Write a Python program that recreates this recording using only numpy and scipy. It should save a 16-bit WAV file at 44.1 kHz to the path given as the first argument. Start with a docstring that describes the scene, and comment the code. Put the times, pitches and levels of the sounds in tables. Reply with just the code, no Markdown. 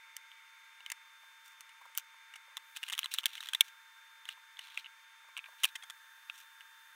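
"""Very close to a mantis chewing an insect, through a microphone with a steep bass cut; about seven seconds.
From the start a thin hiss and the whine of a small fan lie behind; the first bites are few, then come soft bumps.
Bites crowd together near 3 s, with scraping and tearing; the loudest falls at 3.6 s, then they thin out.
In each bite one jaw, then the other, breaks the shell: noise fractures excite resonances and a ring near 3 kHz.
Fan and hiss are filtered noise and sines, bumps dull noise pulses, scrapes gated crackle, tears runs of fractures."""
import sys
import numpy as np
from scipy import signal
from scipy.fft import rfft, irfft
from scipy.io import wavfile

SR = 44100
rng = np.random.default_rng(int(sys.argv[2]) if len(sys.argv) > 2 else 0)


def to_wav(s):
    """Save 16-bit WAV."""
    ch = np.atleast_2d(s).T  # columns
    pcm = np.round(np.clip(ch, -1, 1) * 32767)  # PCM
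    wavfile.write(sys.argv[1], SR, pcm.astype(np.int16))


N = 306495  # samples

# Steady hiss behind the animal. Each row: frequency in Hz, relative level in dB.
HISS_COLOUR = [(30, -43), (100, -27), (400, -27.5), (480, -16.5), (700, -11), (1000, 3), (1500, 2),
               (2400, 8.5), (3000, 4), (4000, 0.5), (6500, -3), (8500, -5), (11000, -7.5), (16000, -9)]
# Air resonances of the fan. Each row: centre in Hz, width in Hz, relative level in dB.
FAN_RESONANCES = [(558, 42, -19), (1068, 26, -1.5), (1337, 150, -1), (1600, 67, 0.5), (1690, 31, -2),
                  (1940, 130, -7)]
# Whine of the fan. Each row: frequency in Hz, mean amplitude in dB.
FAN_WHINE = [(906, -67), (1600.5, -67), (1789, -71), (3200, -77), (3579.5, -64), (6401, -76.5),
             (14400, -92)]
# Slow drift of the background. Each row: time in seconds, rush near 1.7 kHz in dB before the wall echo,
# rush near 2.2 kHz in dB, high hiss in dB.
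BACKGROUND_DRIFT = [(0, -88.5, -62.5, -88), (1.0, -79, -64.5, -87), (1.25, -76.5, -68, -74),
                    (1.8, -76.5, -65, -87), (2.5, -75, -64.5, -87), (2.7, -71.5, -68, -67.5),
                    (4.1, -67.5, -69, -77.5), (5.3, -74.5, -67, -81.5), (5.5, -63.5, -77.5, -69.5),
                    (6.95, -65.5, -77, -69.5)]
# Soft bumps. Each row: time in seconds, level in dB before a common 12 dB cut.
SOFT_BUMPS = [(1.234, -51), (1.315, -59), (1.813, -42.5), (1.855, -42), (2.143, -52), (2.48, -50.5),
              (2.519, -54), (4.375, -49.5), (5.245, -53.5), (5.286, -47.5), (5.486, -45.5), (5.531, -51),
              (6.178, -55.5), (6.229, -58)]
# Colour of a bump. Each row: frequency in Hz, relative level in dB.
BUMP_SPECTRUM = [(300, -29), (500, -9.5), (800, -6.5), (1000, 8.5), (1300, -7.5), (2500, -27)]
# Mouthparts scraping. Each row: start in seconds, end in seconds, shell ring in dB, crackle in dB.
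SCRAPE_PASSAGES = [(1.45, 1.54, -70, -64), (1.968, 2, -51, -50.5), (2.759, 2.784, -45.5, -54),
                   (2.822, 3.074, -57, -66), (3.119, 3.157, -42, -48), (3.166, 3.207, -49.5, -56),
                   (3.27, 3.522, -55, -62.5), (3.542, 3.703, -63, -65.5), (4.28, 4.331, -52.5, -63.5),
                   (4.601, 4.813, -56.5, -67.5), (5.587, 5.702, -58, -66), (6.332, 6.438, -62.5, -62.5)]
# Tearing, a quick run of small fractures while the mantis pulls a piece off.
# Each row: start in seconds, end in seconds, mean shell ring in dB.
TEAR_RUNS = [(2.871, 2.968, -49), (3.412, 3.48, -49.5), (4.64, 4.762, -62)]
# Bright resonances that every fracture excites. Each row: centre in Hz, width in Hz, relative level in dB.
BRIGHT_RESONANCES = [(4470, 330, 0), (5555, 230, 1.5), (6550, 930, -2.5), (7620, 240, 3.5),
                     (8750, 980, -1.5), (9860, 280, 5), (10190, 1200, -3.5), (14230, 870, -4.5),
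                     (13150, 430, -9.5), (14700, 800, -3)]
# Low, hollow resonances of the prey, shifted a little at each fracture.
# Each row: mean centre in Hz, width in Hz, mean relative level in dB.
HOLLOW_RESONANCES = [(1005, 220, -4.5), (1240, 710, -5), (1753, 290, -1), (2128, 72, 2.5), (2700, 300, -13)]
# Bites. Each row: time in seconds, shell ring in dB, ring pitch in Hz, sharp crack in dB,
# first jaw's fracture time scale in ms, second jaw against the first in dB.
JAW_BITES = [(0.166, -51.5, 3000, -44.5, 1.34, -20), (0.316, -56, 3130, -74, 0.46, -15),
             (0.8049, -56, 2850, -75, 1.5, -15), (0.8618, -44, 3060, -56, 1.4, -22),
             (0.9007, -45.5, 2020, -46, 1.26, -18), (0.9175, -43, 2060, -40, 2.1, -17),
             (1.607, -56, 2600, -52.5, 1.2, -9), (1.692, -60.5, 2930, -68, 2, -10),
             (1.9506, -56, 3100, -55.5, 0.99, -17), (1.9755, -42, 3010, -32, 0.21, -3.5),
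             (2.3371, -51.5, 2860, -62, 3.6, -22), (2.3564, -53.5, 2850, -56, 4.4, -4),
             (2.5693, -41.5, 3530, -46.5, 0.85, -6), (2.763, -56.5, 2930, -52.5, 2.7, 9.5),
             (2.83, -41.5, 2850, -50.5, 1.3, 1.5), (2.886, -46, 2900, -50.5, 1.8, -21),
             (2.899, -43, 2900, -48, 0.9, -4), (2.9239, -44, 3690, -44.5, 2.9, 2),
             (2.935, -37.5, 2930, -50, 0.88, -13), (2.9786, -40, 3370, -47, 0.73, -6),
             (2.9906, -33, 3030, -36, 0.68, -27), (3.0306, -39, 3140, -61, 1.2, -28),
             (3.0426, -39.5, 4010, -48, 2.2, -16), (3.058, -38, 3040, -50, 0.84, -21),
             (3.1386, -41, 3950, -36, 0.91, -5), (3.1853, -30.5, 3300, -41.5, 0.64, -15),
             (3.2331, -50, 2940, -59.5, 1.3, 6), (3.2569, -28, 3230, -31.5, 0.92, -7),
             (3.3525, -46.5, 3300, -54.5, 1.4, -12), (3.3782, -46, 3000, -60, 1.9, -20),
             (3.4047, -44, 3800, -52.5, 2.5, -18), (3.4871, -41, 3320, -49, 1.1, -10),
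             (3.5333, -35, 3200, -43, 2.2, -19), (3.5479, -30, 3540, -42, 1.66, -18),
             (3.6078, -18.5, 3380, -26, 1.2, -23), (4.254, -50.5, 3350, -60.5, 0.51, -20),
             (4.2883, -39, 2860, -51, 2.2, -21), (4.5702, -54.5, 3400, -73, 0.74, -15),
             (4.591, -44.5, 3010, -53, 2.2, -18), (4.7744, -35, 2420, -52.5, 1.4, -17),
             (4.8442, -51, 2920, -87, 1.6, -7), (4.8592, -49.5, 2830, -88, 1.6, -1.5),
             (5.3669, -42, 2600, -61, 0.36, -11), (5.374, -46, 2870, -52, 2.3, -3),
             (5.391, -42.5, 2480, -75, 0.73, -12), (5.4412, -50, 2290, -77, .5, -15),
             (5.458, -52.5, 2380, -75, 3.9, -15), (5.6336, -34.5, 2940, -35.5, 3, 5),
             (5.644, -25, 2980, -34, 0.88, -19), (5.652, -32.5, 2500, -36, 1.9, -15),
             (5.7537, -41, 3204, -48, 5.7, -3), (5.824, -52, 3330, -64, 2.4, -17),
             (5.8341, -53.5, 3290, -55, 4.7, -17), (5.899, -49, 3370, -50.5, 2, -2),
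             (6.2981, -39.5, 2470, -61, 0.99, -20), (6.6072, -55, 2840, -67, 1.1, -8)]

# samples that hold one short sound, and the silent samples that open a fracture
WINDOW, LEAD = 2048, 256
TEARS_PER_S, TEAR_RING_HZ, TEAR_CRACK_DB, TEAR_MS = 55, 3270, -6.5, 1.13
# the second jaw closes just after the first, on shell that is already cracked, and sounds duller
SECOND_JAW_S, SECOND_CRACK_DB, SECOND_JAW_MS = 0.0058, -4, 1.62
# the hollow body answers every fracture: its typical level, and how it follows ring, crack and length
TYPICAL_RING_DB, TYPICAL_CRACK_DB, TYPICAL_BODY_DB = -40.5, -53, -50
BODY_PER_RING, BODY_PER_CRACK, BODY_DB_PER_DOUBLING = 0.45, 0.26, 2
# harder cracks are brighter: dB of top treble per dB of crack
TREBLE_PER_CRACK = 0.26
RECORDER_TOP_HZ = 16400


def undb(db):
    """Decibels to gain."""
    return 10 ** (np.asarray(db) / 20)


def unit(x):
    """Scale to rms 1."""
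    return x / np.sqrt(np.mean(x ** 2))


def colour(x, points):
    """Shape a sound with a smooth (Hz, dB) spectrum."""
    hz, db = np.transpose(points)
    f = np.fft.rfftfreq(len(x), 1 / SR)
    gain = undb(np.interp(np.log(f + 1), np.log(hz), db))
    return irfft(rfft(x) * gain, len(x))


def resonate(x, hz, width_hz):
    """One damped resonance, gain 1 at its centre."""
    b, a = signal.iirpeak(hz, hz / width_hz, fs=SR)
    return signal.lfilter(b, a, x)


def ring(x, modes):
    """A set of resonances; neighbours swing in opposite directions."""
    return sum((-1) ** k * undb(db) * resonate(x, hz, width)
               for k, (hz, width, db) in enumerate(modes))


def cut_below(x, hz, order):
    """High-pass."""
    return signal.sosfilt(signal.butter(order, hz, "high", fs=SR, output="sos"), x)


def shell_band(x, centre_hz, half_width_hz):
    """The broad, steep-sided band in which the shell rings."""
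    edges = [centre_hz - half_width_hz, centre_hz + half_width_hz]
    return signal.sosfilt(signal.butter(3, edges, "band", fs=SR, output="sos"), x)


def walk(rate):
    """Random wavering with a spread near 1, through this many random points a second."""
    knots = rng.standard_normal(4096)
    return np.interp(np.arange(N) / SR * rate, np.arange(len(knots)), knots)


def grains(size, spread_db):
    """Dense tiny fractures: mostly weak, a few strong."""
    kick, strength = rng.standard_normal((2, size))
    return unit(kick * undb(spread_db * strength))


def add(out, s, sound):
    """Mix a sound in at time s."""
    i = max(int(s * SR), 0)
    out[i:i + len(sound)] += sound[:len(out) - i]


def burst(x, db):
    """Give a short sound the energy of 10 ms at this level."""
    return x * undb(db) * np.sqrt(SR / 100 / np.sum(x ** 2))


def fan_whine():
    """Steady tones of the fan, each wavering slightly in level and pitch."""
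    whine = np.zeros(N)
    for hz, db in FAN_WHINE:
        level = undb(db + walk(5.0))
        pitch_hz = hz * (1 + .0004 * walk(9.2))
        whine += level * np.sin(2 * np.pi * np.cumsum(pitch_hz) / SR)
    return whine


def background(wall_s=0.004962, wall_share=0.27):
    """Smooth noise hiss, with a fan's resonant rush and its whine."""
    t = np.arange(N) / SR
    s, *columns = np.transpose(BACKGROUND_DRIFT)
    low_db, mid_db, high_db = (np.interp(t, s, c) for c in columns)
    noise = rng.standard_normal((5, N))
    hiss = undb(-65.5) * unit(colour(noise[0], HISS_COLOUR))
    hiss += undb(high_db) * unit(colour(noise[1], [(2000, -40.5), (6000, -9.5), (13000, -3.5)]))
    rush = undb(-65.5) * unit(ring(noise[2], FAN_RESONANCES))
    rush += undb(low_db) * unit(resonate(resonate(noise[3], 1700, 350), 1700, 350))
    # an echo from a nearby wall ripples the spectrum and makes this part of the rush hollow
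    rush += wall_share * np.interp(t - wall_s, t, rush)
    rush += undb(mid_db) * unit(resonate(resonate(noise[4], 2070, 290), 2270, 330))
    air = colour(hiss + cut_below(rush, 520, order=8), [(15700, 0), (16100, -35)])
    return air + fan_whine()


def bumps(decay_s=0.0031):
    """Soft, dull knocks: noise that swells and dies within milliseconds."""
    t = np.arange(WINDOW) / SR
    out = np.zeros(N)
    for s, db in SOFT_BUMPS:
        pulse = rng.standard_normal(WINDOW) * t * np.exp(-t / decay_s)
        knock = colour(pulse, BUMP_SPECTRUM)
        add(out, s - .002, burst(knock, db - 12))
    return cut_below(out, 493, order=8)


def scraping(edge_s=0.02, patchy_db=5.5, slip_db=6):
    """Mouthparts catch and slip on the shell: a fine, uneven crackle."""
    t = np.arange(N) / SR
    # each slip lasts a few milliseconds, and the grip between slips is much quieter
    slipping = undb(7 * np.tanh(walk(330) - .5) + patchy_db * np.tanh(walk(45)))
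    slips = grains(N, slip_db) * slipping
    shell = unit(shell_band(slips, centre_hz=3264, half_width_hz=960))
    bright = ring(slips, BRIGHT_RESONANCES) + 0.12 * slips
    crackle = unit(colour(bright, [(2500, -17), (5000, -4.0), (9000, -10.5), (16000, -10)]))
    out = np.zeros(N)
    for start, end, ring_db, crackle_db in SCRAPE_PASSAGES:
        contact = np.clip(np.minimum(t - start, end - t) / edge_s + .5, 0, 1)
        on = contact > 0
        scrape = undb(ring_db) * unit(shell[on]) + undb(crackle_db) * unit(crackle[on])
        out[on] += contact[on] * scrape
    return cut_below(out, 480, order=4)


def shell_ring(ms, length_ms, ring_hz, swell, tail):
    """The shell swings up for a few cycles at its own pitch, roughened by the splintering."""
    build_up = ms / max(length_ms, .9)
    envelope = np.hypot((build_up * np.exp(1 - build_up)) ** 4, tail / 2)
    swing = envelope * np.sin(2 * np.pi * ring_hz * ms / 1000)
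    rough = rng.standard_normal(WINDOW) * np.hypot(swell / 2, tail)
    splinters = shell_band(rough, ring_hz, half_width_hz=890)
    return colour(unit(swing) + .65 * unit(splinters), [(2000, -12), (2600, 0), (4000, 0), (4500, -18)])


def hollow_body(force):
    """The prey's hollow resonances, pushed by the fracture and by one sharp knock."""
    # each fracture lands on another spot, so the resonances shift and trade strength
    spot = rng.standard_normal((len(HOLLOW_RESONANCES), 2))
    modes = [(hz * np.exp(.04 * shift), width, db + 4 * strength)
             for (hz, width, db), (shift, strength) in zip(HOLLOW_RESONANCES, spot)]
    push = force / np.linalg.norm(force) + signal.unit_impulse(WINDOW, LEAD)
    return cut_below(ring(push, modes), 720, order=2)


def sharp_crack(force, crack_db, length_ms, bright_db):
    """Bright resonances of the break; a quick, hard fracture is brighter than a slow crush."""
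    tilt_db = .5 + bright_db * np.log2(length_ms) + TREBLE_PER_CRACK * (crack_db - TYPICAL_CRACK_DB)
    bright = ring(force, BRIGHT_RESONANCES) + 0.2 * force
    return colour(bright, [(3500, -9.5), (5000, 5.5), (9000, 2.5), (15000, tilt_db)])


def fracture(ring_db, ring_hz, crack_db, length_ms, echo_ms=3, bright_db=-4):
    """The shell gives way in a swell of tiny fractures; near surfaces scatter a short tail."""
    # a harder or slower break shakes the hollow body more
    body_db = (TYPICAL_BODY_DB + BODY_PER_RING * (ring_db - TYPICAL_RING_DB)
               + BODY_PER_CRACK * (crack_db - TYPICAL_CRACK_DB) + BODY_DB_PER_DOUBLING * np.log2(length_ms))
    ms = 1000 * np.maximum(np.arange(WINDOW) - LEAD, 0) / SR
    progress = ms / length_ms
    swell = 2 * progress * np.exp(1 - 2 * progress)
    tail = .3 * np.exp(-ms / echo_ms) * np.minimum(progress, 1)
    force = grains(WINDOW, spread_db=-5.5) * np.hypot(swell, tail)
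    sound = burst(shell_ring(ms, length_ms, ring_hz, swell, tail), ring_db)
    sound += burst(hollow_body(force), body_db)
    sound += burst(sharp_crack(force, crack_db, length_ms, bright_db), crack_db)
    # a very faint, dull low-frequency noise under each fracture
    low_noise = burst(colour(force, [(450, 5), (3000, -32)]), body_db - 47.5)
    return cut_below(sound, 620, order=4) + low_noise


def tearing(uneven=0.23, scatter_db=0.5, pitch_scatter=.07):
    """Small fractures follow each other at uneven gaps, each with its own strength and pitch."""
    out = np.zeros(N)
    gap_s = 1 / TEARS_PER_S
    for start, end, db in TEAR_RUNS:
        times = np.arange(start + .5 / TEARS_PER_S, end, gap_s)
        for s, (late, strong, high) in zip(times, rng.standard_normal((len(times), 3))):
            ring_db = db + scatter_db * strong
            ring_hz = TEAR_RING_HZ * np.exp(pitch_scatter * high)
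            snap = fracture(ring_db, ring_hz, ring_db + TEAR_CRACK_DB, TEAR_MS)
            add(out, s + uneven * late * gap_s - LEAD / SR, snap)
    return out


def chewing():
    """All the bites: one jaw breaks the shell, then the other."""
    out = np.zeros(N)
    for s, ring_db, ring_hz, crack_db, length_ms, second_db in JAW_BITES:
        start = s - LEAD / SR
        add(out, start, fracture(ring_db, ring_hz, crack_db, length_ms))
        second_crack_db = crack_db + second_db + SECOND_CRACK_DB
        second_jaw = fracture(ring_db + second_db, ring_hz, second_crack_db, SECOND_JAW_MS)
        add(out, start + SECOND_JAW_S, second_jaw)
    return out


def scene():
    """The chewing close by, over the background; one channel."""
    return (background() + bumps() + scraping() + chewing() + tearing())[None]


def record(dry):
    """The recorder cuts the top with a steep low-pass."""
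    return signal.sosfilt(signal.ellip(8, .2, 70, RECORDER_TOP_HZ, fs=SR, output="sos"), dry)


dry = scene()
out = record(dry)
to_wav(out)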